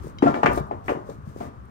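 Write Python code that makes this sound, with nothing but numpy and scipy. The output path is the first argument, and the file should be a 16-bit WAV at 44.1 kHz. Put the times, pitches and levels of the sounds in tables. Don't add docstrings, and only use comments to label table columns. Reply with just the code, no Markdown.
import sys
import numpy as np
from scipy import signal
from scipy.fft import rfft, irfft, next_fast_len
from scipy.io import wavfile
from scipy.ndimage import uniform_filter1d, minimum_filter1d

SR = 44100
rng = np.random.default_rng(int(sys.argv[2]) if len(sys.argv) > 2 else 0)


def waveform_to_disk(signal):
    frames = np.transpose(np.atleast_2d(signal))
    scaled = np.clip(frames, -1, 1) * 32767
    samples = np.round(scaled).astype(np.int16)
    wavfile.write(sys.argv[1], SR, samples)


N = 74970

# (frequency [Hz], relative spectral density [dB])
RUMBLE_SPECTRUM = [(20, -15), (35, -7.5), (58, -0.5), (120, 0), (200, -6.5), (400, -15.5), (700, -20.5),
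                   (1200, -14.5), (2000, -32.5), (3500, -42), (8000, -48), (15000, -58.5)]
# (time [s], duration [s], level [dB])
SCUFFS = [(-0.007, 0.14, -42.5), (0.504, .11, -32), (0.833, 0.13, -40), (1.042, 0.13, -46),
          (1.242, 0.11, -48.5), (1.334, 0.17, -41.5)]
# (frequency [Hz], relative spectral density [dB])
SCUFF_SPECTRUM = [(300, 23.5), (1200, 9), (3000, -6), (6500, -1), (9500, -7), (14000, -13.5), (16000, -15)]
# (time [s], frequency [Hz], envelope peak [dB], swell time [s])
THUDS = [(.001, 75, -27, 0.011), (0.042, 356, -32.5, 0.0042), (.056, 159, -29, 0.0057),
         (0.0691, 445, -26, 0.0015), (0.226, 319, -3.5, 0.00317), (0.249, 133, -24.5, 0.0126),
         (.237, 471, -9.5, 0.00278), (.258, 288, -10, 0.00349), (.266, 683, -9, 0.006475),
         (0.269, 1365, -17.5, 0.009), (0.292, 243, -11.5, 0.003), (.3, 136, -30, 0.011),
         (0.431, 894, -4.5, 0.002), (0.443, 185, -14.5, 0.0041), (.483, 343, -13.5, 0.0029),
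         (.492, 125, -25, 0.0061), (.5742, 605, -15.5, 0.0017), (0.606, 145, -20.5, 0.0037),
         (.7105, 760, -13.5, .0017), (0.724, 450, -24.5, 0.0029), (0.747, 85, -29.5, 0.0092),
         (.9185, 485, -11.5, 0.0021), (0.956, 171, -33, .01), (.971, 356, -24.5, 0.0025),
         (1.0895, 474, -24, 0.00275), (1.096, 240, -35.5, 0.0033), (1.185, 150, -30, 0.0034),
         (1.233, 86.5, -32, 0.011), (1.273, 157, -26.5, 0.0049), (1.3625, 334, -22, 0.001),
         (1.409, 710, -21.5, .003), (1.464, 85, -30.5, 0.0081), (1.475, 259, -34.5, 0.0063),
         (1.563, 120, -42, 0.0085), (1.575, 61.5, -34, 0.015)]
# (frequency [Hz], relative level [dB], t60 [s])
PANEL_MODES = [(142.5, 7.5, 0.1), (208.4, -5.5, 0.89), (248, -10, 0.12), (280.8, 3.5, 0.32),
               (376.6, 1, 0.19), (451, -2.5, 0.25), (592, 5.5, 0.083), (699, 7.5, 0.097), (849, -1, .27),
               (1050, -13, 0.55), (1077, -9.5, 0.66), (1200, 4, 0.45)]
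# (frequency [Hz], t60 [s])
YARD_DECAY = [(100, .6), (400, 0.43), (1200, 0.63), (2300, 0.18), (10000, 0.6)]
# (time [s], level [dB])
CRACKS = [(.037, -52), (.046, -50.5), (.07, -51), (.533, -37), (.5615, -40), (0.579, -43), (0.598, -46),
          (.668, -60), (0.685, -61), (.879, -51), (.893, -53), (1.655, -60)]
# (frequency [Hz], relative spectral density [dB])
GRIT_SPECTRUM = [(2000, -21), (6500, -9), (10000, 7), (13500, -7), (15500, -4), (17000, -15.5)]
# (frequency [Hz], relative level [dB], t60 [s])
CLINK_MODES = [(2150, -1, .035), (3100, 4, .045), (3850, -2, 0.051), (4900, -4.5, 0.032),
               (5810, -4.5, 0.045), (6820, -8, .02)]
# (time [s], body [dB], clank [dB], edge [dB], tick [dB], t60 [s])
CLANKS = [(0.2228, -24.5, -19, -33, -44, 0.3), (0.261, -17, -15.5, -33, -46.5, .12),
          (0.276, -39, -19, -37.5, -45, 0.24), (.3418, -34, -19, -25.5, -42, 0.034),
          (.352, -29, -24.5, -44.5, -48.5, 0.27), (0.4311, -22.5, -10, -22.5, -38.5, 0.1),
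          (.459, -17.5, -11, -14.5, -34, 0.099), (.497, -26.5, -13.5, -39.5, -53, 0.1),
          (0.514, -35, -17.5, -46, -59.5, .07), (.5745, -25.5, -22, -37.5, -41.5, 0.076),
          (0.7114, -31, -29, -46.5, -62, 0.17), (.8815, -25, -23, -23, -51, 0.1),
          (.892, -25, -17, -34.5, -44.5, 0.13), (0.949, -37.5, -32, -63, -62, 0.27),
          (1.097, -28, -35.5, -52, -48, 0.052), (1.403, -33.5, -35, -47, -55.5, 0.37)]
# (frequency [Hz], relative level [dB], t60 [s])
LATCH_MODES = [(1453, -3, 0.14), (1745, -2.5, .17), (2050, -11, 0.035), (2304, -3, 0.09), (2670, -9, 0.046),
               (2853, -14.5, 0.17)]
# (time [s], level [dB])
BOOMS = [(0.486, -22.5), (.565, -25.5)]
# (frequency [Hz], coherence before clipping [1])
COHERENCE = [(50, 0), (250, 1.7), (700, 0.72), (1500, 0.44), (2500, 0.05), (5000, -0.56), (9000, 0.9),
             (11000, 7.5), (15000, 4.5)]
# (frequency [Hz], phase [rad])
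CHANNEL_PHASE = [(20, -0.5), (170, 1.09), (350, 0.83), (690, 2.5), (1300, 3), (1700, 5), (2100, 7),
                 (2600, 6), (3530, 12), (7500, 15.5), (9500, 20.5), (11000, 22), (12400, 19.5), (15000, 20)]
# (frequency [Hz], gain [dB])
RIGHT_GAIN = [(50, -1.5), (300, -3.5), (900, -3), (2200, -3), (3500, -3.5), (6000, -13), (8000, -7.5),
              (10000, -2), (15000, -0.5)]

LN_1000 = np.log(1000)


def amp(db):
    return 10 ** (np.asarray(db) / 20)


def unit_rms(x):
    return x / np.sqrt(np.mean(x ** 2) + 1e-20)


def curve_at(points, hz):
    knots_hz, values = np.transpose(points)
    return np.interp(np.log(hz + 1), np.log(knots_hz), values)


def add(mix, start_s, sound):
    part = mix[:, max(round(start_s * SR), 0):][:, :sound.shape[-1]]
    part += sound[..., :part.shape[-1]]


def colour(x, spectrum, size=4096):
    log_gain = np.log(amp(curve_at(spectrum, abs(np.fft.fftfreq(size, 1 / SR)))))
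    response = np.exp(np.conj(signal.hilbert(log_gain)))
    taps = np.fft.ifft(response).real[:size // 2]
    return signal.fftconvolve(x, taps[None], axes=1)[:, :x.shape[1]]


def struck_modes(modes, t):
    return sum(amp(db - 60 * t / t60) * np.sin(2 * np.pi * (hz * t + rng.random((2, 1))))
               for hz, db, t60 in modes)


def rumble(level_db=-42, drift_db_per_s=-2):
    t = np.arange(N) / SR
    gain = amp(curve_at(RUMBLE_SPECTRUM, np.fft.rfftfreq(N, 1 / SR)))
    noise = irfft(rfft(rng.standard_normal((2, N))) * gain, N)
    return unit_rms(noise) * amp(level_db + drift_db_per_s * (t - t.mean()))


def scuffs(grain_db=4):
    t = np.arange(N) / SR
    grains = rng.standard_normal((2, N)) * amp(grain_db * np.minimum(rng.exponential(1, N), 5))
    swells = sum(amp(db) * np.sin(np.pi * np.clip((t - start_s) / length_s, 0, 1))
                 for start_s, length_s, db in SCUFFS)
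    return unit_rms(colour(grains, SCUFF_SPECTRUM)) * swells


def thud(hz, db, swell_s):
    t = np.arange(SR // 5) / SR
    envelope = (t / swell_s * np.exp(1 - t / swell_s)) ** 2
    return amp(db) * envelope * np.sin(2 * np.pi * hz * (t - swell_s)) * np.array([[1], [0]])


def door_panel(blows, gain_db=-10):
    t = np.arange(SR) / SR
    modes = sum(amp(db) * np.exp((2j * np.pi * hz - LN_1000 / t60) * t) for hz, db, t60 in PANEL_MODES)
    impulse_response = modes.real * 200 / SR
    return amp(gain_db) * signal.fftconvolve(blows, impulse_response[None], axes=1)[:, :N]


def yard(blows, gain_db=-7.5, rise_s=0.005):
    hz, t, noise = signal.stft(rng.standard_normal((2, SR)), SR, nperseg=256)
    fade = np.exp(-LN_1000 * t / curve_at(YARD_DECAY, hz)[:, None]) * (1 - np.exp(-t / rise_s))
    band_energy = np.sum(fade ** 2, axis=1, keepdims=True) * t[1] * SR
    tail = signal.istft(noise * fade / np.sqrt(band_energy), SR, nperseg=256)[1]
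    return amp(gain_db) * signal.fftconvolve(blows[:1], tail, axes=1)[:, :N]


def grit(from_s=0.45, to_s=0.66, peak_per_s=220, fine_db=-52.5, fine_t60=0.0035, clear_t60=0.015):
    t = np.arange(N) / SR
    arch = np.sqrt(abs(np.sin(np.pi * np.clip((t - from_s) / (to_s - from_s), 0, 1))))
    impulses = (rng.random(N) < arch * peak_per_s / SR) * rng.uniform(0.45, 1, N) * arch
    fine = amp(fine_db) * signal.lfilter([1], [1, -np.exp(-LN_1000 / (fine_t60 * SR))], impulses)
    clear = sum(amp(db) * (t > start_s) * np.exp(-LN_1000 * abs(t - start_s) / clear_t60)
                for start_s, db in CRACKS)
    return (fine + clear) * unit_rms(colour(rng.standard_normal((2, N)), GRIT_SPECTRUM))


def clink(gain_db=-41):
    return amp(gain_db) * struck_modes(CLINK_MODES, np.arange(SR // 5) / SR)


def clank(body_db, clank_db, edge_db, tick_db, t60, contact_s=0.00029):
    t = np.arange(SR // 3) / SR
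    ring = rng.choice([-1., 1.], (2, len(t))) * np.exp(-LN_1000 * t / t60)
    levels = [(264, body_db), (875, clank_db), (2160, edge_db), (3750, tick_db)]
    bands = [(hz, db + 10 * np.log10(SR / 2 / hz)) for hz, db in levels]
    body, _, edge, tick = (db for hz, db in bands)
    bass_skirt = [(25, body - 55.5), (70, body - 28), (150, body - 12)]
    treble_skirt = [(2900, edge - 8), (7000, tick - 5), (12000, tick - 21.5)]
    fittings = colour(ring, sorted(bass_skirt + bands + treble_skirt))
    latch = amp(edge_db - 8) * struck_modes(LATCH_MODES, t)
    return (fittings + latch) * (1 - np.exp(-t / contact_s))


def door_booms(hz=63.2, t60=0.36, rise_s=0.003):
    t = np.arange(SR) / SR
    envelope = (1 - np.exp(-t / rise_s)) * np.exp(-LN_1000 * t / t60)
    sway = envelope * np.sin(2 * np.pi * hz * t)
    booms = np.zeros((2, N))
    for start_s, db in BOOMS:
        add(booms[:1], start_s, amp(db) * sway)
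    return booms


def microphones(sound):
    size = next_fast_len(N + SR // 4)
    hz = np.fft.rfftfreq(size, 1 / SR)
    direct, diffuse = rfft(sound, size)
    coherence = np.clip(curve_at(COHERENCE, hz), 0, 0.96)
    blend = coherence * direct + np.sqrt(1 - coherence ** 2) * diffuse
    right = blend * amp(curve_at(RIGHT_GAIN, hz)) * np.exp(-1j * curve_at(CHANNEL_PHASE, hz))
    return irfft(np.array([direct, right]), size)[:, :N]


def scene():
    blows = np.zeros((2, N))
    for start_s, *blow in THUDS:
        add(blows, start_s, thud(*blow))
    for start_s, *blow in CLANKS:
        add(blows, start_s, clank(*blow))
    add(blows, start_s=0.1857, sound=clink())
    door = blows + door_panel(blows) + yard(blows) + door_booms()
    return microphones(door + scuffs() + grit() + rumble())


def record(dry, ceiling=0.93, cutoff_hz=15800):
    needed_gain = ceiling / np.maximum(abs(dry).max(0), ceiling)
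    smooth_gain = uniform_filter1d(minimum_filter1d(needed_gain, size=221), size=221)
    low_pass = signal.firwin(511, cutoff_hz, window=("kaiser", 9), fs=SR)
    return signal.oaconvolve(dry * smooth_gain, low_pass[None], "same")


dry = scene()
out = record(dry)
waveform_to_disk(out)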